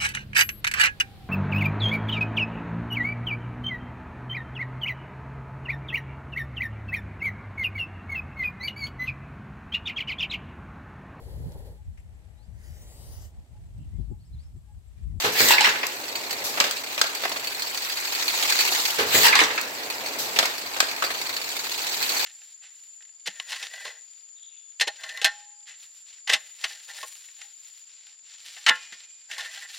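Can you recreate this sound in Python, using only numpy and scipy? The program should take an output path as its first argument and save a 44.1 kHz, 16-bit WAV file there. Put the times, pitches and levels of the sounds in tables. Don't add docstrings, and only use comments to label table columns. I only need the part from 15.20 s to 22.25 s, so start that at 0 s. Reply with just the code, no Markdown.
import sys
import numpy as np
from scipy import signal
from scipy.fft import rfft, irfft
from scipy.io import wavfile
from scipy.ndimage import uniform_filter1d

SR = 44100
rng = np.random.default_rng(int(sys.argv[2]) if len(sys.argv) > 2 else 0)


def master_out(mix):
    frames = np.transpose(np.atleast_2d(mix))
    ceiling = np.clip(frames, -1, 1)
    pcm = np.round(ceiling * 32767).astype(np.int16)
    wavfile.write(sys.argv[1], SR, pcm)


N = 310905
CYCLE_S = 3.746


def amp(db):
    return 10 ** (np.asarray(db) / 20)


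def unit_rms(x):
    return x / np.sqrt(np.mean(x ** 2) + 1e-20)


def at_frequency(points, hz):
    f, value = np.transpose(points)
    return np.interp(np.log(hz + 1), np.log(f + 1), value)


def envelope(rows, column):
    rows = np.array(rows)
    return amp(np.interp(np.arange(N) / SR % CYCLE_S, rows[:, 0], rows[:, column]))


def per_cycle(values):
    return np.array(values)[(np.arange(N) / SR // CYCLE_S).astype(int)]


def repeated(rows, gains_db=(0, 0)):
    return [(s + k * CYCLE_S, db + gain, *rest)
            for k, gain in enumerate(gains_db) for s, db, *rest in rows]


def with_columns(rows, *shared):
    return [(*row, *shared) for row in rows]


def drift(hz):
    f = np.fft.rfftfreq(N, 1 / SR)
    return unit_rms(irfft(rfft(rng.standard_normal(N)) * np.exp(-(f / hz) ** 2), N))


def convolve(x, response):
    return signal.oaconvolve(x, np.atleast_2d(response), axes=1)[:, :N]


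def colour(x, spectrum, size=4096):
    log_gain = np.log(amp(at_frequency(spectrum, abs(np.fft.fftfreq(size, 1 / SR)))))
    taps = np.fft.ifft(np.exp(np.conj(signal.hilbert(log_gain)))).real[:size // 2]
    return convolve(x, taps / np.linalg.norm(taps))


def ring(x, modes):
    t = np.arange(SR // 2) / SR
    response = sum(amp(db - 60 * t / t60) / np.sqrt(t60) * np.cos(2 * np.pi * hz * t)
                   for hz, db, t60 in modes)
    response[0] /= 2
    return convolve(x[::-1], response / np.linalg.norm(response))


def contacts(per_s, spread_db):
    size = amp(spread_db * np.minimum(rng.exponential(1, N), 4)) * (rng.random(N) < per_s / SR)
    power = signal.lfilter([1], [1, -np.exp(-1 / (0.0022 * SR))], size ** 2)
    return unit_rms(np.sqrt(power) * rng.standard_normal((2, N)))


def bursts(rows, rise_s, hold_s, size=6144):
    out, t = np.zeros((2, N + SR)), np.arange(size) / SR
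    octaves = np.log2(np.clip(np.fft.rfftfreq(size, 1 / SR), 200, 14000) / 3000)
    for s, db, tilt, decay_s in rows:
        noise = irfft(rfft(rng.standard_normal((2, size))) * amp(tilt * octaves), size)
        shape = (1 - np.exp(-t / rise_s)) * np.exp(-np.maximum(t - hold_s, 0) / max(decay_s, .001))
        start = max(round(s * SR), 0)
        out[:, start:start + size] += amp(db) * noise * shape
    return out[:, :N]


def clinks(rows, spread, t60, count):
    out, t = np.zeros((2, N + SR)), np.arange(SR // 9) / SR
    for s, db, hz in rows:
        partials = hz * (1 + spread * (np.linspace(-1, 1, count) + rng.uniform(-0.29, 0.25, count)))
        turns = partials[:, None] * t + rng.random((2, count, 1))
        tone = np.sin(2 * np.pi * turns).sum(1) * amp(-60 * t / t60) * (1 - np.exp(-t / 0.00046))
        start = round(s * SR)
        out[:, start:start + len(t)] += amp(db) * unit_rms(tone) * np.sqrt(t60)
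    return out[:, :N]


def moving_contact(x, depth_db, patch_hz, patch_s):
    hz, t, spectra = signal.stft(x, SR, nperseg=256, noverlap=192)
    field = rng.standard_normal(spectra.shape[1:])
    across = np.exp(-(np.arange(-8, 9) * hz[1] / patch_hz) ** 2)
    along = np.exp(-(np.arange(-30, 31) * t[1] / patch_s) ** 2)
    patches = unit_rms(signal.fftconvolve(field, np.outer(across, along), "same"))
    gain = unit_rms(amp(depth_db * patches))
    return signal.istft(spectra * gain, SR, nperseg=256, noverlap=192)[1][:, :N]


def hall(x, bass_t60, treble_t60):
    hz, t, spectra = signal.stft(rng.standard_normal((2, SR)), SR, nperseg=256)
    t60 = at_frequency([(400, bass_t60), (10000, treble_t60)], hz)[:, None]
    tail = signal.istft(spectra * amp(-60 * t / t60) * (1 - np.exp(-t / 0.0029)), SR, nperseg=256)[1]
    return convolve(x, tail / np.linalg.norm(tail[0]))


# (frequency [Hz], level [dB])
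RUMBLE_SPECTRUM = [(25, -32), (45, -33), (85, -18), (112, -16.5), (160, -14), (250, -6.5), (320, -4.5),
                   (420, -0.5), (560, 0.5), (700, 0), (920, -0.5), (1250, -6), (2500, -3.5), (4000, -28.5)]
# (time in cycle [s], level [dB])
DRIVE_LOAD = [(0, -42), (.26, -31), (.55, -37), (.75, -38.5), (1.4, -36), (1.6, -42.5), (2.1, -41),
              (2.8, -45), (3.35, -38.5), (3.746, -42)]
LOAD_GAINS = [-0.8, .5]
# (frequency [Hz], level [dB])
MOTOR_TONES = [(57, -77), (120, -70), (254, -70.5), (285, -61.5), (705, -58.5), (915, -63), (7995, -58)]
def drive():
    rumble = unit_rms(colour(rng.standard_normal((2, N)), RUMBLE_SPECTRUM))
    rumble *= envelope(DRIVE_LOAD, column=1) * amp(0.68 * drift(hz=60))
    tones, quadrature = np.zeros((2, N)), [[0], [np.pi / 2]]
    for hz, db in MOTOR_TONES:
        turns = np.cumsum(hz + 4.54 * drift(hz=14.5)) / SR
        tones += np.sqrt(2) * amp(db + 2.1 * drift(hz=13)) * np.sin(2 * np.pi * turns + quadrature)
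    return amp(per_cycle(LOAD_GAINS)) * rumble + tones


# (time in cycle [s], level [dB])
VALVE_PUFFS = [(.118, -25), (1.2375, -22)]
# (frequency [Hz], level [dB])
AIR_SPECTRUM = [(1500, -31), (4000, 6.5), (7500, 6), (9800, -4), (12000, 9.5), (15000, 6), (16000, 0)]
def valves():
    tilt, decay_s = -4.5, 0.073
    puffs = with_columns(repeated(VALVE_PUFFS), tilt, decay_s)
    return amp(1.5) * colour(bursts(puffs, rise_s=0.0035, hold_s=0.018, size=24576), AIR_SPECTRUM)


# (frequency [Hz], level [dB])
LEVER_SPECTRUM = [(100, -46), (170, -17.5), (551, -3.5), (617, 1), (820, -5), (1620, -1), (2370, -3.5),
                  (4190, -6), (5260, -10), (7690, -16), (9120, -25), (13800, -17), (15800, -31)]
def levers(force):
    return colour(force, LEVER_SPECTRUM)


# (time in cycle [s], level [dB], tilt [dB/octave], decay [s])
FRAME_THUDS = [(.036, -14, 0, 0.038), (.196, -21.5, -4, .021), (.232, -17.5, 0.5, 0.017),
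               (.468, -20.5, -.5, 0.017)]
# (frequency [Hz], level [dB])
FRAME_SPECTRUM = [(30, -41), (60, -28), (100, 4), (160, 0), (230, -11), (440, 0), (650, 10.5), (1500, -31),
                  (5000, -52)]
# (frequency [Hz], level [dB], T60 [s])
FRAME_RESONANCES = [(115, -22, 0.072), (181.5, -15, 0.26), (235, -11, 0.49), (292, -11, 0.08),
                    (370, -11, 0.54), (433.5, 0.5, 0.2), (463, 4, 0.095), (534, -11, .1), (833, -6, 0.11)]
def frame():
    force = bursts(repeated(FRAME_THUDS), rise_s=0.0062, hold_s=0.0088, size=16384)
    boom = amp(-20.5) * colour(force, FRAME_SPECTRUM) + amp(-10.5) * ring(force, FRAME_RESONANCES)
    return boom + amp(-3.5) * levers(force)


# (time in [s], level [dB], time back [s], level [dB])
HEAD_STROKES = [(1.401, -8, 1.814, -7.5), (5.188, -6, 5.603, -7.5)]
# (time in cycle [s], level [dB], tilt [dB/octave])
WIRE_SNAPS = [(.286, -10.5, 7), (.407, -7.5, 3), (.6665, -18.5, 8), (1.5097, -12.5, 4.5)]
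# (time from inward stroke [s], level [dB], decay [s])
LEVER_PLAY = [(-.028, -13, .018), (.005, -8.5, .012), (.038, -9.5, 0.014), (.063, -14.5, 0.017),
              (.376, -15.5, 0.016), (.438, -14.5, 0.0073), (.634, -11, .008), (.65, -12.5, 0.0085),
              (.715, -15.5, 0.0082), (.759, -17.5, 0.0097)]
# (frequency [Hz], level [dB])
HEAD_SPECTRUM = [(180, -44), (300, -18.5), (759, -7), (1500, -1.5), (2680, -6), (3060, -6), (4550, -0.5),
                 (4950, -1), (5740, -8.5), (7740, -8), (8990, -21), (10400, -29), (11300, -19.5),
                 (14300, -21), (15800, -19)]
# (frequency [Hz], level [dB], T60 [s])
HEAD_RESONANCES = [(623, -4, 0.12), (1620, -5, 0.044), (1594, 13, 0.056), (3190, 8, 0.06),
                   (3760, -25, 0.028), (4120, -20, 0.016), (5260, -10, .025), (5830, -5, 0.011),
                   (7660, 5, 0.031)]
def twisting_head():
    stop_tilt, lever_tilt = 0.5, 0.2
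    stop_decay_s, snap_decay_s = 0.0043, 0.0036
    stops = with_columns(np.reshape(HEAD_STROKES, (-1, 2)), stop_tilt, stop_decay_s)
    snaps = with_columns(repeated(WIRE_SNAPS), snap_decay_s)
    taps = [(stroke[0] + s, db, lever_tilt, decay_s)
            for stroke in HEAD_STROKES for s, db, decay_s in LEVER_PLAY]
    force = bursts(stops, rise_s=0.00034, hold_s=0.0013)
    force += amp(-8.5) * bursts(snaps, rise_s=0.00047, hold_s=0.0014)
    backlash = amp(-8.5) * bursts(taps, rise_s=0.0009, hold_s=0.0029)
    clatter = moving_contact(levers(backlash), depth_db=3.0, patch_hz=253, patch_s=0.0059)
    return colour(force, HEAD_SPECTRUM) + amp(-9.0) * ring(force, HEAD_RESONANCES) + clatter


# (time in cycle [s], jangle [dB], sliding [dB])
HAUL = [(.135, -35, -50.5), (.205, -25.5, -25.5), (.255, -34, -30), (.32, -19.5, -25.5), (.375, -26, -51.5),
        (.46, -19.5, -38.5), (.53, -32, -48.5), (.62, -35, -56), (.74, -37.5, -62)]
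# (time in cycle [s], crash [dB], tilt [dB/octave], ringing [dB], frequency [Hz])
LINK_CLASHES = [(.2035, -10.5, -1, -8.5, 2150), (.285, -12.5, -1, -15, 3735), (.3065, -5.5, 4.5, -3, 951),
                (.322, -3, 1.5, -9.5, 2680), (.336, -5.5, -0.5, -7.5, 4390), (.382, -14, -2.5, -1.5, 2290),
                (.408, -5, 2.5, -10, 940), (.444, -3, -.5, -3.5, 2195), (.455, -10, 3, -6, 2890),
                (.468, -8, -3.5, -11, 1805), (.49, -7.5, 2, -16, 2080), (.557, -18.5, -4, -19, 2190),
                (.631, -13.5, -1.5, -12, 2296)]
CRASH_GAINS = [-0.6, 0.8]
# (frequency [Hz], level [dB])
MESH_SPECTRUM = [(150, -43), (250, -15.5), (443, -10.5), (660, -13.5), (967, 0.5), (1390, 1.5), (1710, 6),
                 (2340, -2), (2690, 5), (2990, 0.5), (4300, -0.5), (6750, -7.5), (10100, -25), (14500, -42),
                 (15800, -43)]
# (frequency [Hz], level [dB], T60 [s])
MESH_RESONANCES = [(860, -13, 0.097), (1010, -13, 0.026), (1700, -5.5, 0.27), (1907, -6, 0.064),
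                   (2110, -10, 0.2), (2540, -18.5, 0.049), (2675, -10, 0.071), (2670, -11, 0.34),
                   (3450, -10, 0.11)]
# (frequency [Hz], level [dB])
SLIDE_SPECTRUM = [(700, -19.5), (1500, -5), (1940, 4), (3270, -1.5), (4060, 4), (5670, -4), (7900, 0.5),
                  (8700, -14), (10500, -10), (14800, -1.5), (16000, -7)]
def mesh():
    crash_decay_s, detune = 0.014, 0.024
    t, clashes = np.arange(N) / SR % CYCLE_S, np.array(LINK_CLASHES)
    crashes = with_columns(repeated(clashes[:, :3], CRASH_GAINS), crash_decay_s)
    moving = uniform_filter1d(1. * ((t > HAUL[0][0]) & (t < HAUL[-1][0])), size=1000)
    force = amp(-10.0) * bursts(crashes, rise_s=0.00067, hold_s=0.0011)
    force += amp(-3.0) * moving * envelope(HAUL, column=1) * contacts(per_s=700, spread_db=2.5)
    sliding = amp(11.0) * moving * envelope(HAUL, column=2) * contacts(per_s=2400, spread_db=1.0)
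    jangle = amp(0.5) * colour(force, MESH_SPECTRUM) + amp(-8.5) * ring(force, MESH_RESONANCES)
    jangle += colour(sliding, SLIDE_SPECTRUM)
    struck = [(s, db, hz * (1 + detune * rng.standard_normal()))
              for s, db, hz in repeated(clashes[:, [0, 3, 4]])]
    links = amp(-10.5) * clinks(struck, spread=0.092, t60=0.071, count=5)
    return moving_contact(jangle, depth_db=3.0, patch_hz=250, patch_s=0.018) + links


# (time [s], level [dB])
HARD_KNOCKS = [(0.9538, -16), (1.1069, -15), (1.1265, -17), (1.9487, -17), (2.2705, -17), (2.4203, -15),
               (2.5733, -16), (2.696, -17), (3.0791, -11), (3.225, -10.5), (3.322, -9.5), (3.3885, -11),
               (3.4062, -9), (3.548, -9.5), (3.652, -9), (4.7, -15.5), (4.8607, -20), (5.3794, -21.5),
               (5.712, -18.5), (5.8435, -15.5), (6.0137, -15), (6.0921, -16), (6.1382, -18.5),
               (6.1643, -16.5), (6.3648, -17), (6.8255, -11.5)]
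def spiral_knocks(turns, strength):
    trail_s, trail_db, spread_db = .027, -.5, 1.5
    at = np.flatnonzero(np.diff(np.floor(turns)) > 0)
    levels = 20 * np.log10(strength[at, None]) + spread_db * rng.standard_normal((len(at), 2))
    touches = [*zip(at / SR, levels[:, 0]), *zip(at / SR + trail_s, levels[:, 1] + trail_db)]
    hard_s = np.array(HARD_KNOCKS)[:, 0]
    return [(s, db if abs(hard_s - s).min() > .018 else -np.inf) for s, db in touches] + list(HARD_KNOCKS)


# (frequency [Hz], level [dB])
CHIRP_PARTIALS = [(2500, 0), (4470, 9.5)]
def spiral_chirps(knocks):
    s, db = np.transpose(knocks)
    detune, ping = rng.standard_normal((len(s), 2)).T
    pitch_ratio = 1 + 0.0246 * detune
    ping_db = db + 3.5 * np.minimum(ping, 1)
    return sum(clinks(zip(s, ping_db + partial_db, hz * pitch_ratio), spread=0.0299, t60=0.1, count=3)
               for hz, partial_db in CHIRP_PARTIALS)


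# (time in cycle [s], rubbing [dB], scrape [dB], knocks [dB])
SPIRAL_FEED = [(0, -28, -32, -24), (.17, -34, -64, -29), (.7, -38.5, -43.5, -29), (1.4, -35.5, -44, -26.5),
               (2.1, -36, -45, -23), (2.75, -34, -39.5, -20), (3.1, -30, -35.5, -16),
               (3.42, -24.5, -31.5, -15), (3.746, -29.5, -32, -26.5)]
LEAD_TOUCHES = [2.696, 6.3645]
# (frequency [Hz], level [dB])
GUIDE_SPECTRUM = [(200, -39.5), (350, -9.5), (565, -16), (828, -4), (1200, -5.5), (1700, -2.5),
                  (2450, -0.5), (3200, -4), (4450, 0), (5430, -8.5), (7700, -6.5), (9200, -19),
                  (15000, -13), (16000, -14)]
# (frequency [Hz], level [dB])
SCRAPE_SPECTRUM = [(300, -58), (4000, 13.5), (7500, 13), (9800, 0), (12000, 9), (15000, 10.5), (16000, -3)]
def spiral():
    turns_per_s, press_depth = 13.275, .2
    turns = turns_per_s * (np.arange(N) / SR - per_cycle(LEAD_TOUCHES))
    knocks = spiral_knocks(turns, envelope(SPIRAL_FEED, column=3))
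    pressing = (.5 + .5 * np.cos(2 * np.pi * turns)) ** 2
    rubbing = envelope(SPIRAL_FEED, column=1) * contacts(per_s=970, spread_db=1.0)
    rubbing *= amp(0.79 * drift(hz=40)) * (1 + press_depth * pressing)
    tilt, decay_s = 1.2, 0.012
    knocking = bursts(with_columns(knocks, tilt, decay_s), rise_s=0.00065, hold_s=0.002)
    force = amp(1.4) * rubbing + amp(-8.0) * knocking
    chirps = amp(-24.0) * spiral_chirps(knocks)
    grit = colour(contacts(per_s=2800, spread_db=4.5), SCRAPE_SPECTRUM)
    scrape = amp(2.0) * envelope(SPIRAL_FEED, column=2) * grit
    rattle = amp(-0.5) * colour(force, GUIDE_SPECTRUM) + scrape
    return moving_contact(rattle, depth_db=2.4, patch_hz=220, patch_s=0.008) + chirps


# (frequency [Hz], correlation [-1 to 1])
CORRELATION = [(60, 0.9), (130, 0.96), (290, 0.91), (640, 0.66), (1000, 0.25), (1400, -0.32), (2200, -0.2),
               (4000, -0.03), (15000, -0.0092)]
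def spaced_microphones(x):
    left, right = rfft(x)
    hz = np.fft.rfftfreq(N, 1 / SR)
    correlation = np.clip(at_frequency(CORRELATION, hz), -.99, .99)
    mid = (left + right) * np.sqrt(1 + correlation) / 2
    side = (left - right) * np.sqrt(1 - correlation) / 2
    left_over_right_db = at_frequency([(250, 1.0), (1000, -0.57), (4000, -1.0), (10000, 0.89)], hz)
    lean = amp(left_over_right_db / 2)
    return irfft(np.array([(mid + side) * lean, (mid - side) / lean]), N)


def scene():
    impacts = mesh() + twisting_head() + frame()
    direct = impacts + spiral() + valves()
    reverberation = amp(-8.5) * hall(impacts, bass_t60=0.67, treble_t60=0.32)
    return spaced_microphones(direct + reverberation + drive())


def record(dry):
    bass_cut_hz, treble_cut_hz = 45, 15980
    thin = signal.sosfilt(signal.butter(2, bass_cut_hz, "highpass", fs=SR, output="sos"), dry)
    rounded = thin / (1 + thin ** 6) ** (1 / 6)
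    lowpass = signal.firwin(511, treble_cut_hz, window=("kaiser", 9), fs=SR)
    return signal.oaconvolve(rounded, lowpass[None], "same", axes=1)


dry = scene()
out = record(dry)
master_out(out)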